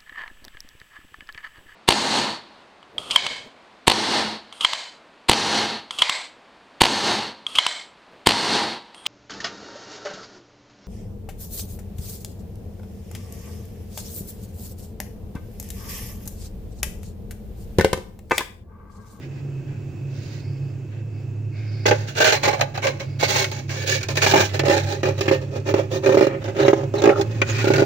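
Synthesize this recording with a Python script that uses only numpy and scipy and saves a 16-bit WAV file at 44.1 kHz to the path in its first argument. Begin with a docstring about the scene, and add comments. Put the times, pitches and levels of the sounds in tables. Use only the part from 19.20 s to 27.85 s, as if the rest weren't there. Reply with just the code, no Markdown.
"""Inside a freezer, a metal spoon scrapes dry frost off the wall, close to a phone in the opening.
The edge moves by stick-slip friction: each slip crushes ice crystals and knocks the hollow liner.
Hard lumps make the spoon jolt and clink; it whistles on loose frost and squeaks on packed frost.
The resonances of the small compartment colour the scraping and drone with the hum of the appliance.
The two channels are the phone's left and right microphone ports."""
import sys
import numpy as np
from scipy import signal
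from scipy.fft import rfft, irfft, next_fast_len
from scipy.io import wavfile
from scipy.ndimage import uniform_filter1d, map_coordinates

SR = 44100
rng = np.random.default_rng(int(sys.argv[2]) if len(sys.argv) > 2 else 0)


def generate_wav(signal):
    """Clip the signal to [-1, 1] and save it as 16-bit WAV at the path in sys.argv[1]."""
    frames = np.transpose(np.atleast_2d(signal))
    scaled = np.clip(frames, -1, 1) * 32767
    pcm = np.round(scaled).astype(np.int16)
    wavfile.write(sys.argv[1], SR, pcm)


N = 381465

# The edge breaks through hard lumps. Each row: time in seconds, crack strength in dB,
# then liner knock and crystal spray in dB, both added to that strength.
LUMPS = [(2.656, -10, -1, -20.5), (2.6801, -23, 10, -20), (2.7105, -7.5, -1.5, -10),
         (2.7203, -17, 6.5, -16), (3.0031, -10.5, 3, -4), (3.043, -8.5, -5, 0), (3.123, -9.5, -6, -3),
         (3.233, -10, -19, -8), (3.276, -18, 7, -11), (3.329, -20, -4, -7.5), (3.411, -6, -10, -5.5),
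         (3.576, -18.5, -4, -6), (3.6687, -11.5, -9, -7), (4.028, -12, 2, -6), (4.243, -9, -32, -6),
         (4.3151, -19, -12, -3.5), (4.493, -22, -36, -6), (4.8312, -21.5, -16, 3), (4.8868, -21, -4, 3.5),
         (4.9708, -10.5, -18, -2.5), (5.018, -10.5, -27, -8), (5.063, -6.5, -7.5, -7.5),
         (5.1368, -13.5, 8.5, -17), (5.157, -14, 5.5, -18), (5.394, -9.5, -4, -3.5), (5.435, -26, 12.5, -4),
         (5.4813, -17.5, 8, -17), (5.497, -22, 14, -10.5), (5.566, -23.5, 11, -8), (5.8317, -15, 1, -9.5),
         (6.009, -18, 2.5, 1.5), (6.0806, -10.5, -2.5, -14), (6.112, -20.5, 11.5, -12),
         (6.5407, -13, 7, -10.5), (6.8603, -13.5, 2, -9), (6.8919, -18, 10, -6), (6.944, -24, 15.5, -2),
         (6.971, -20.5, 16.5, -19), (7.01, -19.5, 17, -0.5), (7.0256, -16, 8.5, -9),
         (7.0687, -18.5, 10, -5.5), (7.242, -32.5, 1, 2), (7.4504, -26.5, 17, -18), (7.481, -8, 5, -12),
         (7.499, -25.5, 14, -18), (7.531, -17, 14.5, -9.5), (7.7399, -31.5, 20, 0), (7.8199, -16, 3, -5),
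         (7.839, -12.5, 8, -6), (7.856, -10.5, 6.5, -10.5), (7.8744, -14.5, 13.5, -10),
         (7.892, -10.5, 6, -15), (8.012, -20, 2.5, 2.5), (8.2174, -4.5, -10, -14.5), (8.4422, -21, 9.5, 0),
         (8.4706, -18.5, 8.5, -13.5), (8.5026, -19.5, 14.5, -11), (8.537, -10.5, -1.5, -6),
         (8.5814, -12.5, 2.5, -8.5), (8.594, -23.5, 14.5, -8), (8.6207, -22, 17, -8)]


def amp(db):
    """Amplitude ratio of a level in decibels."""
    return 10 ** (np.asarray(db) / 20)


def unit(x):
    """Normalisation to rms 1."""
    return x / np.sqrt(np.mean(x ** 2) + 1e-20)


def along(points, hz):
    """Interpolation of (Hz, value) points on a logarithmic frequency axis."""
    f, v = np.transpose(points)
    return np.interp(np.log(hz + 1), np.log(f + 1), v)


def curves(rows):
    """Linear interpolation in time: one value per sample for each column after the first."""
    s, *cols = np.transpose(rows)
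    return [np.interp(np.arange(N) / SR, s, c) for c in cols]


def wobble(rate):
    """Smooth random modulation: a spline through rate knots a second."""
    return map_coordinates(rng.standard_normal(int(N * rate / SR) + 4), [np.arange(N) * rate / SR])


def peak(hz, centre, width):
    """Lorentzian resonance curve of height 1."""
    return 1 / (1 + (2 * (hz - centre) / width) ** 2)


def filtered(x, response):
    """Linear filtering: the spectrum of x times a function of frequency."""
    size = next_fast_len(N + SR // 2)
    return irfft(rfft(x, size) * response(np.fft.rfftfreq(size, 1 / SR)), size)[..., :N]


def causal(db):
    """Minimum-phase response with the given gain per frequency, by folding the cepstrum."""
    cepstrum = irfft(np.log(amp(db)))
    half = cepstrum.shape[-1] // 2
    return np.exp(rfft(cepstrum * np.r_[1, np.full(half - 1, 2), 1, np.zeros(half - 1)]))


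def through(x, response):
    """Convolution with a stereo impulse response, scaled so that its channel mean has energy 1."""
    return signal.fftconvolve(np.atleast_2d(x), response / np.linalg.norm(response.mean(0)), axes=1)


def snaps(rate, spread_db):
    """Poisson process: on average rate impulses a second, of uneven size, rms 1."""
    sizes = amp(spread_db * np.clip(rng.standard_normal(N), -2, 2))
    return unit((rng.random(N) < rate / SR) * sizes * rng.choice([-1, 1], N))


def crumble(pulses, life_s):
    """Exponential decay: amplitude of the crystal shower over which each pulse spreads its energy."""
    retained = np.exp(-1 / (life_s * SR))
    return np.sqrt(signal.lfilter([1 - retained], [1, -retained], pulses ** 2))


def ports(hz):
    """Acoustic shadowing: gain in dB at the two ports, of which the left is shaded."""
    # Each row: frequency in Hz, left minus right level in dB.
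    shadow = [(300, -1.5), (400, -5), (580, -11), (1000, 2.5), (1500, 1.5), (2500, 0.5), (3500, -7),
              (5000, -8.5), (7000, -16), (9500, -13), (15000, -14.5)]
    return np.array([along(shadow, hz), np.zeros_like(hz)])


def drone(hz, unsteady, rate):
    """Forced vibration: the machine sustains a narrow resonance that wavers in amplitude and phase."""
    swing = 1 + unsteady * (wobble(rate) + 1j * wobble(rate))
    return unit(np.real(swing * np.exp(2j * np.pi * np.cumsum(hz) / SR)))


def appliance():
    """Cavity resonance: two low air modes hum over a broadband rush and a thin whistle."""
    # Each row: time in seconds, lower mode in Hz, relative levels of lower and upper mode in dB.
    hum_modes = [(0.0, 108, -49, -33), (0.19, 105.3, -42, -31.5), (2.79, 106.5, -26.5, -38.5),
                 (2.99, 107.3, -37, -37.5), (5.64, 98.3, -30, -31.5), (6.6, 103.4, -30.5, -37.5),
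                 (7.11, 112.6, -40, -29.5), (7.28, 106, -28, -49), (7.42, 105, -40, -29),
                 (8.26, 110.3, -25, -42), (8.65, 108, -24.5, -24)]
    # Spectrum of the rush. Each row: frequency in Hz, relative spectral density in dB.
    rush_colour = [(20, -25.5), (68, -27), (100, -9), (160, -18.5), (210, -23.5), (355, -20), (430, -29),
                   (1100, -47.5), (2000, -49.5), (2600, -49), (3700, -59), (7000, -59), (9500, -71.5),
                   (13500, -75.5), (15300, -62)]
    # Its narrow resonances. Each row: centre in Hz, bandwidth in Hz, lift in dB.
    rush_modes = [(1590, 80, 3), (2560, 150, 8.5), (4670, 130, 6), (5470, 110, 6.5), (6420, 110, 6),
                  (7300, 220, 7.5)]
    # Its treble swells and sinks. Each row: time in seconds, gain of the treble share in dB.
    treble_drift = [(0, -0.5), (0.8, 0.5), (1.45, 0), (1.85, -6), (2.02, -1.5), (2.25, -5.5), (3.9, -2.5),
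                    (6.7, 0.5), (8.65, 8.5)]
    # Each row: frequency in Hz, relative amplitude of the noise that differs between the ports.
    incoherence = [(150, 0.29), (500, 0.67), (1500, 1.0)]
    low_hz, low_db, high_db = curves(hum_modes)
    hum = amp(low_db + 1) * drone(low_hz, unsteady=0.32, rate=26)
    hum += amp(high_db + 1) * drone(np.full(N, 137.), unsteady=1.0, rate=18)
    common = rng.standard_normal(N)
    noise = common + filtered(rng.standard_normal((2, N)), lambda hz: along(incoherence, hz))
    lift_db = lambda hz: sum(db * peak(hz, centre, width) for centre, width, db in rush_modes)
    rush = unit(filtered(noise, lambda hz: amp(along(rush_colour, hz) + lift_db(hz))))
    treble = filtered(rush, lambda hz: along([(500, 0.44), (3000, 0.68)], hz))
    rush += treble * (amp(curves(treble_drift)[0]) - 1)
    whistle = drone(np.full(N, 2640.), unsteady=0.44, rate=230)
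    return (hum + amp(-37) * rush + amp(-65) * whistle) * amp([[-1.3], [1.1]])


def bowl():
    """Noise-driven resonance: skimming loose frost leaves the spoon's bowl free to ring softly."""
    # Each row: start in seconds, length in seconds, levels of the low and high ring in dB.
    skims = [(0.0, 0.07, -57, -66), (0.123, 0.094, -67, -64), (0.9, 0.5, -60, -54), (1.36, 0.2, -68, -63),
             (1.917, 0.13, -64, -64), (2.319, 0.18, -49.5, -56.5), (2.465, 0.26, -53.5, -49),
             (3.83, 0.18, -60, -56)]
    # Modes of the bowl. Each row: centre in Hz, bandwidth in Hz, relative height in dB.
    low_modes = [(1620, 120, -10.5), (2190, 160, -1), (2500, 250, -7)]
    high_modes = [(4370, 130, -7), (4810, 290, -3.5), (5370, 190, -7.5)]

    def ring(modes):
        """White noise shaped by a sum of resonances."""
        response = lambda hz: sum(amp(db) * peak(hz, centre, width) for centre, width, db in modes)
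        return unit(filtered(rng.standard_normal(N), response))

    t, out = np.arange(N) / SR, np.zeros(N)
    low, high = ring(low_modes), ring(high_modes)
    for s, length, low_db, high_db in skims:
        now = (t > s) & (t < s + length)
        swell = np.sqrt(np.sin(np.pi * (t[now] - s) / length))
        out[now] += swell * (amp(low_db) * low[now] + amp(high_db) * high[now])
    return filtered(out, lambda hz: amp(ports(hz)))


def squeaks(hoarseness=0.13):
    """Friction-excited vibration: the edge chatters on packed frost in hoarse, mostly falling tones."""
    # Each row: start and length in seconds, first and last frequency in Hz, relative level in dB.
    glides = [(7.373, 0.12, 4150, 3720, -35.5), (7.757, 0.083, 4240, 3570, -36.5),
              (7.882, 0.13, 1423, 1230, -32), (8.256, 0.22, 2610, 2345, -43),
              (8.271, 0.067, 6680, 6550, -38), (5.445, 0.14, 6680, 6700, -42)]
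    t, out = np.arange(N) / SR, np.zeros(N)
    chatter = unit(crumble(snaps(rate=150, spread_db=0.5), life_s=0.003))
    for s, length, first_hz, last_hz, db in glides:
        now = (t > s) & (t < s + length)
        progress = (t[now] - s) / length
        cycles = np.cumsum(first_hz + progress * (last_hz - first_hz)) / SR
        knots = rng.standard_normal((2, 512))  # passed at hoarseness per cycle: higher tones are broader
        real, imag = [map_coordinates(row, [hoarseness * cycles], mode="mirror") for row in knots]
        tone = np.real((real + 1j * imag) * np.exp(2j * np.pi * cycles))
        out[now] += amp(db + 1.5) * np.sin(np.pi * progress) * chatter[now] * tone
    return filtered(out, lambda hz: amp(ports(hz)))


def clinks(ring_db=-7.5, db_per_crack_db=2.14, size=4096):
    """Damped free vibration: the hardest lumps ring the spoon, a little differently at each spot."""
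    # Each row: frequency in Hz, relative level in dB, time to decay by 60 dB in seconds.
    modes = [(1890, -17, 0.046), (2450, 4, 0.02), (2635, -3.5, 0.036), (3290, -8, 0.024), (3880, -8, .03),
             (4850, -7.5, .03)]
    t, out = np.arange(size) / SR, np.zeros(N + size)
    for s, crack_db, _, _ in LUMPS:
        tunings = 1 + 0.025 * rng.standard_normal(len(modes))
        ring = sum(amp(db - 60 * t / t60) * np.sin(2 * np.pi * hz * tuning * t)
                   for (hz, db, t60), tuning in zip(modes, tunings))
        out[round(s * SR):][:size] += amp(ring_db + db_per_crack_db * crack_db) * ring
    return filtered(out[:N], lambda hz: amp(ports(hz)))


def gap(s, hz, width_hz=115):
    """Cavity resonance between bowl and wall, shifting as the spoon turns: lift in dB at time s."""
    # Each row: time in seconds, three centre frequencies in Hz, their three lifts in dB.
    resonances = [(2.76, 1500, 1900, 3650, 8.4, 4.2, 3.7), (3.0, 1560, 2323, 4120, 6.8, 6, 4),
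                  (3.499, 1630, 2240, 4070, 3.5, 7.8, 8.7), (4.2, 1556, 2175, 4100, 1.8, 14.2, 2),
                  (4.68, 1735, 2290, 4040, 12.6, 12, 1), (5.16, 1750, 2300, 4200, 1.8, 5.6, 2),
                  (5.4, 1784, 2435, 4200, 5.7, 4.9, 1.6), (7.09, 1814, 2410, 4060, 10.6, 7, 1.3),
                  (7.33, 1670, 1990, 3610, 3.6, 2.1, 6.3), (8.05, 1600, 2080, 3560, 3.4, 3.2, 4.8),
                  (8.29, 1500, 2460, 3650, 0.77, 8.2, 2), (8.53, 1473, 2210, 3700, 10, 4.4, 2.3)]
    times, *cols = np.transpose(resonances)
    centres, lifts = np.reshape([np.interp(s, times, c) for c in cols], (2, -1))
    return sum(db * peak(hz, centre, width_hz) for centre, db in zip(centres, lifts))


def compartment(x, colour, t60, wet_db, ripple_db, lag_s=0.0005, size=4096, blocks=36):
    """Reverberation: direct sound, later at the left port, is followed by dense wall echoes."""
    # Resonances of the hand-held spoon. 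Each row: centre in Hz, bandwidth in Hz, lift in dB.
    spoon_modes = [(2660, 79, -1), (2880, 84, -1), (4400, 47, -3.5), (4840, 67, -2), (5700, 91, 2),
                   (6100, 90, 7.5), (6600, 170, 8.5)]
    hz, t = np.fft.rfftfreq(size, 1 / SR), np.arange(size) / SR
    spoon_db = sum(db * peak(hz, centre, width) for centre, width, db in spoon_modes)
    body_db = along(colour, hz) + ports(hz) + spoon_db
    delay = np.exp(-2j * np.pi * hz * np.array([[round(lag_s * SR)], [0]]) / SR)
    # Every crystal breaks at another spot, so its echoes differ between the ports.
    scattered = x * rng.choice([-1, 1], (2, N))
    out, hop = np.zeros((2, N + 2 * size)), N // blocks + 1
    for start in range(0, N, hop):
        # The standing waves shift as the arm moves.
        standing_db = ripple_db * unit(uniform_filter1d(rng.standard_normal(len(hz)), size=11))
        tone = causal(body_db + standing_db + gap((start + hop / 2) / SR, hz))
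        tail = rng.standard_normal((2, size)) * amp(-60 * t / t60)
        direct = through(x[start:start + hop], irfft(tone * delay))
        echoes = through(scattered[:, start:start + hop], irfft(tone * rfft(tail)))
        out[:, start:start + direct.shape[1]] += direct + amp(wet_db) * echoes
    return out[:, :N] / np.hypot(1, amp(wet_db))


def liner(force, modes, tuning=1, soft_hz=560, stiff_hz=290, size=16384):
    """Modal superposition: each mode of the hollow wall reaches the ports with its own phase."""
    f = np.fft.rfftfreq(size, 1 / SR)
    response = np.zeros((2, len(f)), complex)
    for hz, width, db, phase in modes:
        pickup = amp(db + ports(np.array([hz]))) * np.exp(1j * np.array([[phase], [0]]))
        response += pickup * 1j * f * width / ((tuning * hz) ** 2 - f * f + 1j * f * width)
    cushion = 1 / (1 + 1j * f / soft_hz - (f / soft_hz) ** 2)  # the frost softens every slip
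    # A small panel moves little air in the bass.
    radiation = (f / stiff_hz) ** 2 / (1 + 1j * f / stiff_hz - (f / stiff_hz) ** 2)
    return through(force, irfft(response * cushion * radiation)[:, :size // 2])[:, :N]


def wall(push, knock, hollow, detune=0.018):
    """Structure-borne sound: slips and knocks make the hollow panel boom and the stiff corner thud."""
    # Modes of the liner with its air, and of the dry thump where a jolt dents the panel.
    # Each row: frequency in Hz, bandwidth in Hz, relative level in dB, left-port phase in radians.
    boom_modes = [(179, 30, -12, 1.5), (326.9, 17.5, -4, 0), (390, 21, 3, -.5), (400, 35, -22, -7),
                  (536, 23, 4, -0.5), (550, 12, -11, 12), (822, 45, -11.5, 1.5), (1253, 90, -3.5, 4)]
    dent_modes = [(379, 67, 5.5, -0.83), (525, 43, -5.5, -1.7)]
    # Spectrum of the corner. Each row: frequency in Hz, relative spectral density in dB.
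    thud_colour = [(60, -26), (140, -17), (195, -12), (255, -20), (400, 1.5), (470, 3), (565, 11),
                   (740, -4), (830, 3.5), (950, -13), (1060, -10), (1250, -19), (2500, -90.5), (6000, -120)]
    # Deep, soft frost cushions the last strokes more. Each row: time in seconds, depth from 0 to 1.
    frost_depth = [(8.0, 0.11), (8.4, 1)]
    deep = np.clip(curves(frost_depth)[0], 0, 1)
    on_panel = (amp(0.03) * push + amp(-2) * knock) * np.sqrt(hollow)
    firm = amp(-1) * on_panel * (1 - deep)
    lean = np.pi / 4 * (1 + np.clip(wobble(4), -1, 1))  # the spoon's varying pressure detunes the panel
    boom = liner(firm * np.cos(lean), boom_modes, tuning=1 - detune)
    boom += liner(firm * np.sin(lean), boom_modes, tuning=1 + detune)
    boom += liner(on_panel * deep, boom_modes, soft_hz=300)
    thump = amp(-8) * liner(knock * hollow, dent_modes, soft_hz=440)
    on_corner = (push + knock) * np.sqrt(1 - hollow)
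    thud = amp(0.5) * compartment(on_corner, thud_colour, t60=0.067, wet_db=8, ripple_db=3)
    return boom + thump + thud


def crystals(crunch, hiss, crack, spray, slips, hollow):
    """Brittle fracture: slips and lumps release showers of coarse and fine impulses."""
    # Loose frost crunches evenly, packed frost in showers.
    # Each row: hollowness from 0 to 1, amplitude of steady grinding relative to the bursts.
    grinding = [(0, 1.4), (1, 0.49)]
    grind = np.interp(hollow, *np.transpose(grinding))
    showers = np.hypot(crumble(slips, life_s=0.0045), grind) / np.hypot(1, grind)
    crack_shower = uniform_filter1d(crumble(crack, life_s=0.0012), size=110)
    spray_shower = uniform_filter1d(crumble(spray, life_s=0.0006), size=220)
    coarse = amp(-0.76) * crunch * showers * snaps(rate=3600, spread_db=1.5)
    coarse += crack_shower * snaps(rate=9000, spread_db=1.5)
    fine = amp(-0.43) * hiss * showers * snaps(rate=9700, spread_db=0.5)
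    fine += spray_shower * snaps(rate=14000, spread_db=2.5)
    # The packed frost on the panel is duller than the loose frost in the corner.
    sparkle = filtered(fine, lambda hz: along([(4500, 1.0), (9000, 0.35)], hz))
    return coarse, fine - 0.087 * hollow ** 2 * sparkle


def jolts(stick_s=0.012, stick_db=-12):
    """Impulsive release: the edge catches on a lump, falls quiet, then knocks, cracks and sprays."""
    blows, sliding = np.zeros((3, N)), np.ones(N)
    for s, db, knock_db, spray_db in LUMPS:
        at = round(s * SR)
        blows[:, at] = amp([db + knock_db + 22, db + 14, db + spray_db + 18])
        sliding[at - round(stick_s * SR):at] = amp(stick_db)
    return blows, uniform_filter1d(sliding, size=128)


def strokes(release_db_per_s=406.5, crumbs_db=-17, crumbs_db_per_s=80.5, tremor_db=0.33):
    """Incoherent summation: strokes add in power to give the amplitudes of judder, crunch and hiss."""
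    # Light brushes first, then digging. Each row: start, rise and length in seconds,
    # crunch strength in dB, then liner judder and crystal hiss in dB, both added to that strength.
    gestures = [(0.0, 0.004, 0.05, -51.5, -2, -6.5), (0.098, .02, 0.093, -56.5, 1, -9),
                (0.456, 0.026, 0.094, -57, -2, -13), (0.856, 0.17, 0.34, -55, -3, 2),
                (1.68, 0.044, .11, -56, -3, -11), (2.324, 0.057, 0.35, -55.5, 1.5, -5),
                (2.656, 0.014, 0.016, -19, 6, 0), (2.7, 0.005, 0.019, -29.5, 9, -41),
                (2.868, 0.018, 0.017, -36.5, -11, 0), (2.946, 0.058, 0.19, -22.5, 1.5, -1),
                (3.221, 0.0068, 0.06, -22.5, 3, -3.5), (3.309, 0.0056, 0.019, -27.5, 7, -5),
                (3.391, 0.0026, 0.019, -30, 7, -5.5), (3.539, 0.015, 0.02, -32.5, -1.5, -6.5),
                (3.615, 0.021, 0.061, -27, 4, -4), (3.794, 0.0079, 0.01, -34, 1, -3.5),
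                (3.988, 0.03, 0.059, -24, -1, -0.5), (4.072, 0.015, 0.16, -27, 0, 1),
                (4.297, 0.005, 0.096, -43, 3.5, 1.5), (4.479, 0.0047, 0.16, -37, 1, -0.5),
                (4.656, 0.021, 0.097, -27.5, -1.5, 1.5), (4.798, 0.017, 0.016, -36, -4, -1),
                (4.892, 0.0079, 0.018, -39, 9, 5), (4.95, 0.011, 0.013, -30, 4.5, 5),
                (5.004, 0.0046, 0.099, -25.5, 0.5, 2), (5.109, 0.0044, 0.11, -21, 2.5, -4),
                (5.229, 0.0091, 0.021, -32, -12, 3.5), (5.331, 0.014, 0.01, -28.5, 5.5, -1.5),
                (5.384, 0.0051, 0.22, -37, 3, -14), (5.448, 0.01, 0.094, -28, 11.5, -1.5),
                (5.529, 0.085, 0.037, -21.5, 8.5, 0.5), (5.632, 0.21, 0.095, -30.5, 13.5, 1.5),
                (5.826, 0.016, 0.066, -33, 12.5, -5.5), (5.946, 0.1, 0.069, -33.5, 10, 0),
                (6.037, 0.07, 0.1, -31, 13.5, -4.5), (6.194, 0.028, 0.029, -48.5, 18, 0),
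                (6.3, 0.12, 0.069, -40, 18, -0.5), (6.445, 0.068, 0.047, -29, 14.5, -5),
                (6.549, 0.013, 0.046, -37, 18, -5), (6.7, 0.018, 0.068, -41, 17, 1.5),
                (6.82, 0.031, 0.22, -30.5, 16, -4.5), (7.074, 0.0067, 0.075, -42, 15.5, -22),
                (7.203, 0.038, 0.091, -40.5, 13.5, -5.5), (7.342, 0.048, 0.16, -33, 17, -5),
                (7.553, 0.011, 0.081, -44.5, 21.5, -6), (7.744, 0.0097, 0.17, -41, 19, -3),
                (7.807, 0.022, 0.099, -37.5, 22.5, -22.5), (7.934, 0.068, 0.064, -39.5, 24.5, 0),
                (8.036, 0.07, 0.27, -48, 7, -4), (8.238, 0.051, 0.3, -31, 1.5, -5),
                (8.408, 0.17, 0.21, -29, 9.5, -4.5)]
    t, power = np.arange(N) / SR, np.zeros((3, N))
    for s, rise, length, db, judder_db, hiss_db in gestures:
        now = slice(round(s * SR), round((s + length + 0.5) * SR))
        age = np.maximum(t[now] - s, 0)
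        lifted = np.maximum(age - length, 0)
        trickle = amp(crumbs_db - crumbs_db_per_s * lifted)  # crumbs keep falling after the edge lifts
        contact = np.minimum(age / rise, 1) * np.hypot(amp(-release_db_per_s * lifted), trickle)
        power[:, now] += (amp([[db + judder_db], [db], [db + hiss_db]]) * contact) ** 2
    return np.sqrt(power) * amp(tremor_db * wobble(37))  # the pressure of the hand is uneven


def scrape(ice_t60_s=0.058):
    """Stick-slip friction shakes the wall and breaks crystals; the frost soon absorbs their crackle."""
    # The spoon works from the stiff top corner down onto the hollow panel.
    # Each row: time in seconds, hollowness from 0 to 1.
    path = [(2.7, 0.4), (3.4, 0.07), (4.0, 0.39), (4.7, 0.53), (5.1, 0.59), (5.6, 0.82), (6.5, 0.94),
            (7, 0.97), (7.8, 0.93), (8.6, 0.91)]
    # Spectra of coarse and fine fracture. Each row: frequency in Hz, relative spectral density in dB.
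    crunch_colour = [(400, -55), (750, 0), (950, -9), (1150, -8), (1550, 0), (1950, -0.5), (2330, -1.5),
                     (2850, -1.5), (3400, -10), (6000, -49), (10000, -120)]
    hiss_colour = [(1500, -44.5), (2600, -2.5), (3200, -2.5), (4100, 1.5), (5200, -1.5), (6700, -5.5),
                   (7300, -9.5), (8500, -18.5), (10500, -23), (11800, -19), (13800, -30.5), (15200, -10),
                   (16000, -14.5)]
    (knock, crack, spray), sliding = jolts()
    judder, crunch, hiss = sliding * strokes()
    hollow = np.clip(curves(path)[0], 0, 1)
    slips = snaps(rate=210, spread_db=2.5)
    push = amp(-1.06) * judder * unit(slips + 0.97 * snaps(rate=2500, spread_db=5))
    coarse, fine = crystals(crunch, hiss, crack, spray, slips, hollow)
    return (wall(push, knock, hollow)
            + compartment(coarse, crunch_colour, t60=ice_t60_s, wet_db=7, ripple_db=2)
            + compartment(fine, hiss_colour, t60=ice_t60_s, wet_db=3, ripple_db=0.5))


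def scene():
    """Superposition of spoon and appliance at the two ports."""
    return scrape() + bowl() + clinks() + squeaks() + appliance()


def record(dry):
    """Soft saturation and band limiting: the phone rounds off peaks and cuts the highest treble."""
    top_hz = 15780
    limited = dry / (1 + np.abs(dry) ** 6) ** (1 / 6)
    return filtered(limited, lambda hz: hz < top_hz)


dry = scene()
out = record(dry)
generate_wav(out)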